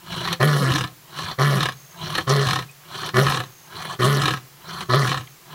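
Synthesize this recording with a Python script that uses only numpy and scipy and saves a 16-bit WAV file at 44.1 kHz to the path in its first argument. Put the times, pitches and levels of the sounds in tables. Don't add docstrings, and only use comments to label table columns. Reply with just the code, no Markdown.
import sys
import numpy as np
from scipy import signal
from scipy.fft import rfft, irfft, next_fast_len
from scipy.io import wavfile
from scipy.ndimage import uniform_filter1d, map_coordinates

SR = 44100
rng = np.random.default_rng(int(sys.argv[2]) if len(sys.argv) > 2 else 0)


def transcribe(u):
    v = np.clip(np.atleast_2d(u).T, -1, 1)
    q = np.round(v * 32767).astype(np.int16)
    wavfile.write(sys.argv[1], SR, q)


N = 244314
T = np.arange(N) / SR
SIZE = next_fast_len(N + SR, True) // 2 * 2
HZ = np.maximum(np.arange(SIZE // 2 + 1) * SR / SIZE, 1)
CUTOFF_HZ = 15800

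# f/Hz, relative level/dB
AIR = [(25, -3), (90, -4), (135, 14), (200, -2), (600, -2.5), (2000, 0), (3000, -2.5), (6200, -3),
       (8700, -8), (10700, -6), (11600, -2.5), (12900, -8), (14400, -3), (15800, -2)]
AIR_DB = -48
# f/Hz, half-width/Hz, level/dB
WHINES = [(7560, 30, -69), (15145, 10, -65.5)]
# start t/s, end t/s, level/dB
TRILLS = [(1.66, 2.06, -56), (3.40, 3.71, -57), (4.82, 5.36, -57.5)]
# from f/Hz, to f/Hz
TRILL_BAND = (6800, 6100)
# t/s, f/Hz, width/Hz, 1/e half length/s, level/dB
TICKS = [(2.7, 2500, 110, 0.011, -45.5), (2.714, 8600, 1800, 0.0027, -47), (5.277, 2120, 396, 0.0037, -44),
         (5.276, 3160, 660, 0.0039, -44.5)]

# fully drawn t/s, throat closes t/s, chest level/dB, throat level/dB, rasp level/dB
INTAKES = [(0.123, 0.331, -33.5, -33, -32.5), (1.18, 1.319, -37.5, -34, -34),
           (2.031, 2.209, -34.5, -33.5, -34.5), (2.946, 3.080, -38.5, -34, -35),
           (3.763, 3.938, -41.5, -34.5, -37.5), (4.695, 4.832, -39.5, -35.5, -38),
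           (5.570, 5.700, -34, -32.5, -36)]
# chest, throat, rasp [dB/s]
SWELL_DB_PER_S = (193, 170, 270)
HOLD_DB_PER_S = (11, 26.5, 2)
SHUT_DB_PER_S = (252, 566, 550)

# start t/s, hardest push t/s, folds lose their beat t/s, release t/s,
# pressed f/Hz, settled f/Hz, f at the break/Hz,
# relative chest level/dB, throat level/dB, rasp level/dB, overtone level/dB
ROARS = [(0.404, 0.428, 0.7, 0.83, 131, 150, 129.9, 1, 0, -0.5, -29),
         (1.389, 1.412, 1.590, 1.674, 132.6, 144.1, 131, 0, 0, -0.5, -35),
         (2.276, 2.302, 2.454, 2.588, 132.3, 141.7, 134.9, -0.5, -0.5, 1, -32),
         (3.144, 3.187, 3.26, 3.404, 125.2, 141.1, 138.9, 0, 0.5, -0.5, -23),
         (3.997, 4.049, 4.215, 4.340, 124, 141, 138.2, -0.5, 0, 0.5, -23),
         (4.895, 4.942, 5.06, 5.174, 124, 142.2, 127.2, -0.5, 0.5, 0, -25.5)]
# level/dB at start, push, settled, break, mid rattle, release; fall/(dB/s)
CHEST_ENVELOPE = (-24.5, -17.5, -16, -21, -28, -29.5, 212)
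THROAT_ENVELOPE = (-20.5, -15.5, -22, -24, -27, -31.5, 236)
RASP_ENVELOPE = (-33.5, -21, -28.5, -30, -27, -34.5, 280)
ATTACK_DB_PER_S, SETTLE_S = 2500, 0.031
# t/s, 1/e half length/s, level change/dB
FALTER = (0.603, 0.022, -7.5)
PITCH_LEAP_S, SAG_POWER, LOOSE_HZ, LAST_HZ = 0.03163, 1.6, 139.2, 128.17
# multiple of the pitch, relative level/dB
OVERTONES = [(2, -8), (3, 5), (4, -11.5), (5, -4.5), (6, -15), (9, -12), (11, -12)]
# start t/s, end t/s, from f/Hz, to f/Hz, level/dB
SIDE_TONES = [(0.578, 0.652, 181, 185, -25.5), (0.617, 0.65, 515, 470, -24.5),
              (0.587, 0.697, 280, 251, -30.5), (0.663, 0.72, 351, 322, -30), (0.719, 0.79, 245, 356, -27.5),
              (1.525, 1.596, 177.7, 195, -25.5), (2.33, 2.466, 425, 400, -31.5),
              (3.137, 3.23, 215.7, 197, -27), (4.22, 4.302, 334, 254.4, -33.5),
              (5.06, 5.125, 305, 350.7, -36)]

# t/s, relative throat level/dB, relative rasp level/dB
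SLAPS = [(0.253, -22.5, -32), (0.274, -24.5, -30), (0.328, -19.5, -19.5), (0.412, -17, -43),
         (0.427, -22, -38), (1.187, -23.5, -31.5), (2.152, -20.5, -23.5), (2.181, -15, -22.5),
         (2.31, -26, -26), (3.032, -24, -45), (3.061, -48, -25.5), (3.089, -26, -29.5), (3.171, -24, -35),
         (3.266, -21, -38), (4.017, -19, -48), (4.28, -22, -34), (4.807, -28, -29.5), (4.937, -14, -44),
         (5.048, -22, -44)]
# last hard flap t/s, relative throat level/dB, relative rasp level/dB
FLAP_RUNS = [(0.839, -1.5, -1), (1.687, 1, 2.5), (2.589, 1.5, 2), (3.402, 1.5, -2), (4.337, 0.5, 0.5),
             (5.174, -1.5, -4.5)]
LAST_GAP_S, GAP_SHARE = 0.0305, 0.88
# relative level/dB at the break, middle, last hard flap, feeble flap after it
FLAP_THROAT_DB = (-25.5, -18.5, -21, -35)
FLAP_RASP_DB = (-25.5, -22.5, -29.5, -38)

# f/Hz, relative level/dB
PULSE_COLOUR = [(100, -40.5), (200, 2.5), (280, -7), (400, -2.5), (800, -11), (1200, -11), (2400, -35),
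                (5000, -38), (7500, -27), (10500, -21.5), (15000, -31)]
RASP_COLOUR = [(100, 11.5), (190, 13.5), (280, 8), (450, 2), (800, 2.5), (1200, 1), (2400, -5),
               (5000, -12.5), (7500, -13), (10500, -18.5), (15000, -28)]
INTAKE_COLOUR = [(100, 20.5), (190, -3.5), (260, -9), (500, -7.5), (800, -5), (1100, -6), (1500, -4),
                 (2400, -9), (5000, -12.5), (7500, -15), (10500, -14), (15000, -34)]
FLAP_COLOUR = [(100, -10), (300, -1), (500, -5), (800, -6.5), (1150, -7.5), (1800, -6.5), (2400, -11),
               (5000, -15), (7500, -21.5), (10500, -20.5), (15000, -32)]
CHEST_COLOUR = [(25, -47), (50, -11.5), (90, -13.5), (125, -4.5), (165, 4.5), (200, -14), (260, -53),
                (500, -38)]
# f/Hz, width/Hz, lift/dB
THROAT = [(316.5, 18, 10), (499.5, 27, 10), (627, 32, -18), (740, 60, 8.5), (840, 150, 0), (1077, 128, 13),
          (1290, 220, 11.5), (1530, 110, -4.5), (1670, 120, 11), (1825, 58, 10.5), (2110, 95, -9.5),
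          (2400, 45, 6), (2980, 280, 7), (3810, 950, 11.5), (4197, 100, 8), (4820, 270, -5.5),
          (5100, 69, 12), (5760, 170, 7.5), (6240, 330, 5.5)]
# f/Hz, width/Hz, lift/dB
OPEN_THROAT = [(368.7, 43, 14), (512, 15, 9), (601.3, 12, 11.5), (704, 72, 5.5), (916, 69, -11),
               (1016, 140, 6), (1169, 265, 10.5), (1290, 56, 3), (1425, 58, 9), (1602, 67, -26),
               (1705, 377, 22), (1974, 215, 12), (2250, 124, 13), (2480, 170, 4.5), (3023, 740, 18.5),
               (3530, 620, 7.5), (4155, 880, 19.5), (5440, 2040, 19.5)]
# f/Hz, width/Hz, lift/dB
NARROW_THROAT = [(360.5, 87, 17.5), (702, 59, 9), (820, 32, -10), (1027, 520, 12), (1335, 370, 5.5),
                 (1680, 48, 11), (2395, 65, 5), (2650, 110, -8), (3074, 500, 13), (3410, 64, 9.5),
                 (4120, 830, 17), (5100, 400, -2.5), (5550, 470, 8), (6100, 400, 6.5)]


def from_db(db):
    return 10 ** (np.asarray(db) / 20)


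def rms_one(x):
    return x / np.sqrt(np.mean(x ** 2) + 1e-20)


def noise():
    return rng.standard_normal(N)


def band(x, low_hz, high_hz, order=2):
    edges_hz = [low_hz, min(high_hz, SR / 2 - 1000)]
    return signal.sosfilt(signal.butter(order, edges_hz, "band", fs=SR, output="sos"), x + 1e-18)


def drift(rate_hz):
    coarse = 2 ** 14
    coarse_hz = np.arange(coarse // 2 + 1) / T[-1]
    spectrum = rfft(rng.standard_normal(coarse)) / (1 + (coarse_hz / rate_hz) ** 2)
    return np.interp(T, np.linspace(0, T[-1], coarse), rms_one(irfft(spectrum)))


def even(x, size=1100):
    power = uniform_filter1d(uniform_filter1d(x ** 2, size), size)
    return x / np.sqrt(power.clip(1e-12))


def colour(x, spectrum, resonances=()):
    hz, db = np.transpose(spectrum)
    db = np.interp(np.log(HZ), np.log(hz), db)
    for centre_hz, width_hz, lift_db in resonances:
        db = db + lift_db / (1 + (2 * (HZ - centre_hz) / width_hz) ** 2)
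    cepstrum = irfft(np.log(from_db(db)))[:SIZE // 2]
    cepstrum[1:] *= 2
    return irfft(rfft(x, SIZE) * np.exp(rfft(cepstrum, SIZE)))[:N]


def wavering(pitch_hz, width_hz):
    turn = 2 * np.pi * np.cumsum(pitch_hz * np.ones(N)) / SR
    return drift(width_hz) * np.cos(turn) + drift(width_hz) * np.sin(turn)


def registers(x, split_hz=2400):
    return band(x, 147, split_hz, order=4), band(x, split_hz, CUTOFF_HZ, order=4)


def jaw(spans, first, last, wobble=.012):
    return np.interp(T, np.ravel(spans), [first, last] * len(spans)) + wobble * drift(7.03)


def tract(x, spectrum, resonances, opening, patchy_db=3.5, patchy_hz=22, count=12):
    samples = np.arange(N)
    stretched = np.cumsum(1 + opening - opening.mean())
    warped = map_coordinates(x, [np.interp(samples, stretched, samples)], order=3)
    ringing = colour(warped, spectrum, resonances)
    whole = rfft(map_coordinates(ringing, [stretched], order=3), SIZE)
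    centres = np.log(np.geomspace(300, 11000, count))
    out = np.zeros(N)
    for share in np.eye(count):
        region = irfft(whole * np.interp(np.log(HZ), centres, share))[:N]
        out += region * from_db(patchy_db * drift(patchy_hz))
    return out


def background(trill_hz=64.0):
    out = from_db(AIR_DB) * rms_one(colour(noise(), AIR))
    for hz, half_width_hz, db in WHINES:
        out += from_db(db) * wavering(hz, half_width_hz)
    note = trill_hz * T % 1
    turn = 2 * np.pi * np.cumsum(np.interp(note, [0, 1], TRILL_BAND)) / SR
    trill = rms_one(np.sin(turn) * np.sin(np.pi * note) ** 2 * from_db(2 * drift(30)))
    for start, end, db in TRILLS:
        fade = np.interp(T, [start, start + 0.06, end - .04, end], [0, 1, 1, 0])
        out += from_db(db) * trill * fade
    for s, hz, width_hz, length_s, db in TICKS:
        tick = rms_one(band(noise(), hz - width_hz / 2, hz + width_hz / 2))
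        out += from_db(db) * tick * np.exp(-((T - s) / length_s) ** 2)
    return out


def intake_gains():
    out = np.zeros((3, N))
    for full, end, *levels_db in INTAKES:
        for k, db in enumerate(levels_db):
            hold_db = HOLD_DB_PER_S[k] * (T.clip(full, end) - full)
            swell_db = SWELL_DB_PER_S[k] * (full - T).clip(0)
            shut_db = SHUT_DB_PER_S[k] * (T - end).clip(0)
            out[k] += from_db(db + (hold_db - swell_db - shut_db).clip(-120))
    return out


def intakes(flutter_db=2.5, flutter_hz=70, level_db=-2.5, hum_hz=160, hum_db=-2, rumble_db=-6,
            from_hz=880, to_hz=1200, hollow_db=-8, wheeze_hz=4130, wheeze_db=-9, lead_s=0.1):
    chest, throat, rasp = intake_gains()
    spans = [(full - lead_s, end) for full, end, *_ in INTAKES]
    opening = jaw(spans, first=-0.038, last=.02)
    flutter = from_db(flutter_db * drift(flutter_hz))
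    low, high = registers(tract(noise() * flutter, INTAKE_COLOUR, NARROW_THROAT, opening))
    mouth_hz = np.interp(opening, [opening.min(), opening.max()], [from_hz, to_hz])
    hollow = from_db(hollow_db) * even(wavering(mouth_hz, 63))
    whistle = even(wavering(wheeze_hz * (1 + opening), 220) * flutter)
    wheeze = from_db(wheeze_db + 0.82 * drift(24)) * whistle
    hum = from_db(hum_db) * even(wavering(hum_hz, 17.7))
    rumble = from_db(rumble_db) * even(colour(noise(), CHEST_COLOUR))
    air = throat * (even(low) + hollow) + rasp * (even(high) + wheeze)
    return chest * (hum + rumble) + from_db(level_db) * air


def echo_tail(t60_s, low_hz, high_hz):
    decay = from_db(-60 * T / t60_s)
    onset = 1 - np.exp(-T * 30 / t60_s)
    echoes = band(noise() * decay * onset, low_hz, high_hz)
    return echoes / np.linalg.norm(echoes)


def plain(x, near_db=-18, near_t60_s=0.12, far_db=-42, far_t60_s=1.34, boom_db=-58):
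    near = from_db(near_db) * echo_tail(near_t60_s, 190, 5800)
    far = from_db(far_db) * echo_tail(far_t60_s, 145.0, 1100)
    boom = from_db(boom_db) * echo_tail(far_t60_s, 89, 160)
    return signal.fftconvolve(x, near + far + boom)[:N]


def roar_spans(tail_s=0.084):
    return [(start, end + tail_s) for start, _, _, end, *_ in ROARS]


def flap_runs(count=7):
    before_last = np.append(0, np.cumsum(LAST_GAP_S * GAP_SHARE ** np.arange(count)))
    rows = []
    for (_, _, loose, *_), (last, throat_db, rasp_db) in zip(ROARS, FLAP_RUNS):
        feeble = last + LAST_GAP_S / GAP_SHARE
        stages = [loose, (loose + last) / 2, last, feeble]
        for s in [feeble, *(last - before_last)]:
            if s > loose:
                low_db = throat_db + np.interp(s, stages, FLAP_THROAT_DB)
                high_db = rasp_db + np.interp(s, stages, FLAP_RASP_DB)
                rows.append((s, low_db, high_db))
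    return rows


def flaps(decay_s=0.0068, snap=1.0, throat_db=1.0, rasp_db=1.5, low_cut_hz=300, patchy_db=1.66):
    burst = even(band(noise(), low_cut_hz, CUTOFF_HZ), size=90)
    drive = np.zeros((2, N))
    age = np.arange(SR // 20) / SR
    for s, low_db, high_db in SLAPS + flap_runs():
        at = round(s * SR)
        puff = burst[at:at + len(age)] * np.exp(-age / decay_s)
        puff[0] += snap
        drive[:, at:at + len(age)] += from_db([[low_db + throat_db], [high_db + rasp_db]]) * puff
    steady = registers(colour(burst, FLAP_COLOUR, THROAT))
    opening = jaw(roar_spans(), first=0.029, last=-0.018)
    out = np.zeros(N)
    for k in range(2):
        ringing = registers(tract(drive[k], FLAP_COLOUR, THROAT, opening, patchy_db))[k]
        out += ringing / np.std(steady[k])
    return out


def roar_gain(envelope, level_column):
    *stage_db, release_db_per_s = envelope
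    out = np.zeros(N)
    for row in ROARS:
        start, push, loose, end = row[:4]
        stages = [start, push, push + SETTLE_S, loose, (loose + end) / 2, end]
        edges_db = ATTACK_DB_PER_S * (start - T).clip(0) + release_db_per_s * (T - end).clip(0)
        out += from_db(row[level_column] + np.interp(T, stages, stage_db) - edges_db.clip(0, 120))
    return out


def fold_pitch():
    points, share = [], np.linspace(0, 1, 5)
    for _, push, loose, end, pressed_hz, settled_hz, break_hz, *_ in ROARS:
        settled = push + PITCH_LEAP_S
        sag_s = settled + (loose - settled) * share
        sag_hz = settled_hz + (break_hz - settled_hz) * share ** SAG_POWER
        points += [(push, pressed_hz), *zip(sag_s, sag_hz)]
        points += [((loose + end) / 2, LOOSE_HZ), (end, LAST_HZ)]
    return np.interp(T, *np.transpose(points))


def voice(cycles, pitch, pressed, opening, shimmer_db=2.5, slip=0.036, pressed_air_db=-9,
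          eased_air_db=-1, closing=0.73, air_from_hz=520):
    slipping = np.maximum.accumulate(cycles + slip * drift(90))
    closures = np.diff(np.floor(slipping), prepend=0) * np.sqrt(SR / pitch)
    closures = band(closures, 110, 1550) * from_db(shimmer_db * drift(82))
    puffs = rms_one(noise() * np.exp(-closing * (cycles % 1)) * from_db(shimmer_db * drift(190)))
    air_db = eased_air_db + (pressed_air_db - eased_air_db) * pressed
    air = from_db(air_db) * band(puffs, air_from_hz, SR / 2, order=1)
    low, high = registers(tract(closures + air, PULSE_COLOUR, OPEN_THROAT, opening))
    return even(low), even(high)


def rattle(opening, flap_hz=62, unevenness=.3, closing=0.77, size_db=2.5):
    cycles = np.cumsum(flap_hz * np.exp(unevenness * drift(40))) / SR
    bursts = noise() * np.exp(-closing * (cycles % 1)) * from_db(size_db * drift(50))
    low, high = registers(tract(bursts, RASP_COLOUR, THROAT, opening))
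    return even(low), even(high)


def roars(jitter=.012, broken_jitter=0.0597, push_s=0.018, held_db=-13, voice_db=-2.5, rattle_db=-4,
          rumble_db=-22, broken_rumble_db=-8, growl_db=-19):
    falter_s, half_s, dip_db = FALTER
    falter = from_db(dip_db * np.exp(-((T - falter_s) / half_s) ** 2))
    chest = roar_gain(CHEST_ENVELOPE, 7) * falter
    throat = roar_gain(THROAT_ENVELOPE, 8) * np.sqrt(falter)
    rasp = roar_gain(RASP_ENVELOPE, 9)
    broken = np.zeros(N)
    for _, _, loose, end, *_ in ROARS:
        broken += np.interp(T, [loose - .025, loose + 0.021, end + .15, end + .2], [0, 1, 1, 0])

    pitch = fold_pitch() * (1 + (jitter + broken_jitter * broken) * drift(69.2))
    cycles = np.cumsum(pitch) / SR
    tone = np.sqrt(2) * np.cos(2 * np.pi * (cycles - .1)) * from_db(2.0 * broken * drift(35))
    rumble_gain = from_db(rumble_db + (broken_rumble_db - rumble_db) * broken)
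    rumble = rms_one(colour(noise(), CHEST_COLOUR)) * rumble_gain
    growl = from_db(growl_db) * wavering(pitch * 3 / 2, 4.8)

    pressed, push_gain = np.zeros(N), np.zeros(N)
    for _, push, loose, *_, overtone_db in ROARS:
        bump = np.exp(-((T - push) / push_s) ** 2)
        held = np.interp(T, [push, push + push_s, loose], [0, 1, 0])
        pressed += bump
        push_gain += from_db(overtone_db) * (bump + from_db(held_db) * held)
    overtones = np.zeros(N)
    for k, db in OVERTONES:
        partial = np.sqrt(2) * np.cos(2 * np.pi * round(k) * (cycles - .05))
        overtones += from_db(db + 0.5 * drift(25)) * partial
    ringing = push_gain * overtones * chest / (chest + 0.01)

    opening = jaw(roar_spans(), first=0.026, last=-0.012)
    voice_low, voice_high = voice(cycles, pitch, pressed, opening)
    rattle_low, rattle_high = rattle(opening)
    beating_gain = from_db(voice_db) * np.sqrt(1 - broken.clip(0, 1))
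    beating = beating_gain * (throat * voice_low + rasp * voice_high)
    flapping = from_db(rattle_db) * np.sqrt(broken) * (throat * rattle_low + rasp * rattle_high)
    return chest * (tone + rumble + growl) + ringing + beating + flapping


def side_tones(waver=0.016):
    out, unsteady = np.zeros(N), 1 + waver * drift(50)
    for start, end, from_hz, to_hz, db in SIDE_TONES:
        glide_hz = np.interp(T, [start, end], [from_hz, to_hz])
        turn = 2 * np.pi * np.cumsum(glide_hz * unsteady) / SR
        swell = np.sin(np.interp(T, [start, end], [0, np.pi]))
        out += from_db(db) * np.sqrt(2) * np.sin(turn) * swell
    return out


def scene():
    lion = roars() + side_tones() + intakes() + flaps()
    return (lion + plain(lion) + background())[None]


def record(dry):
    return signal.sosfilt(signal.ellip(12, .1, 80, CUTOFF_HZ, fs=SR, output="sos"), dry)


dry = scene()
out = record(dry)
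transcribe(out)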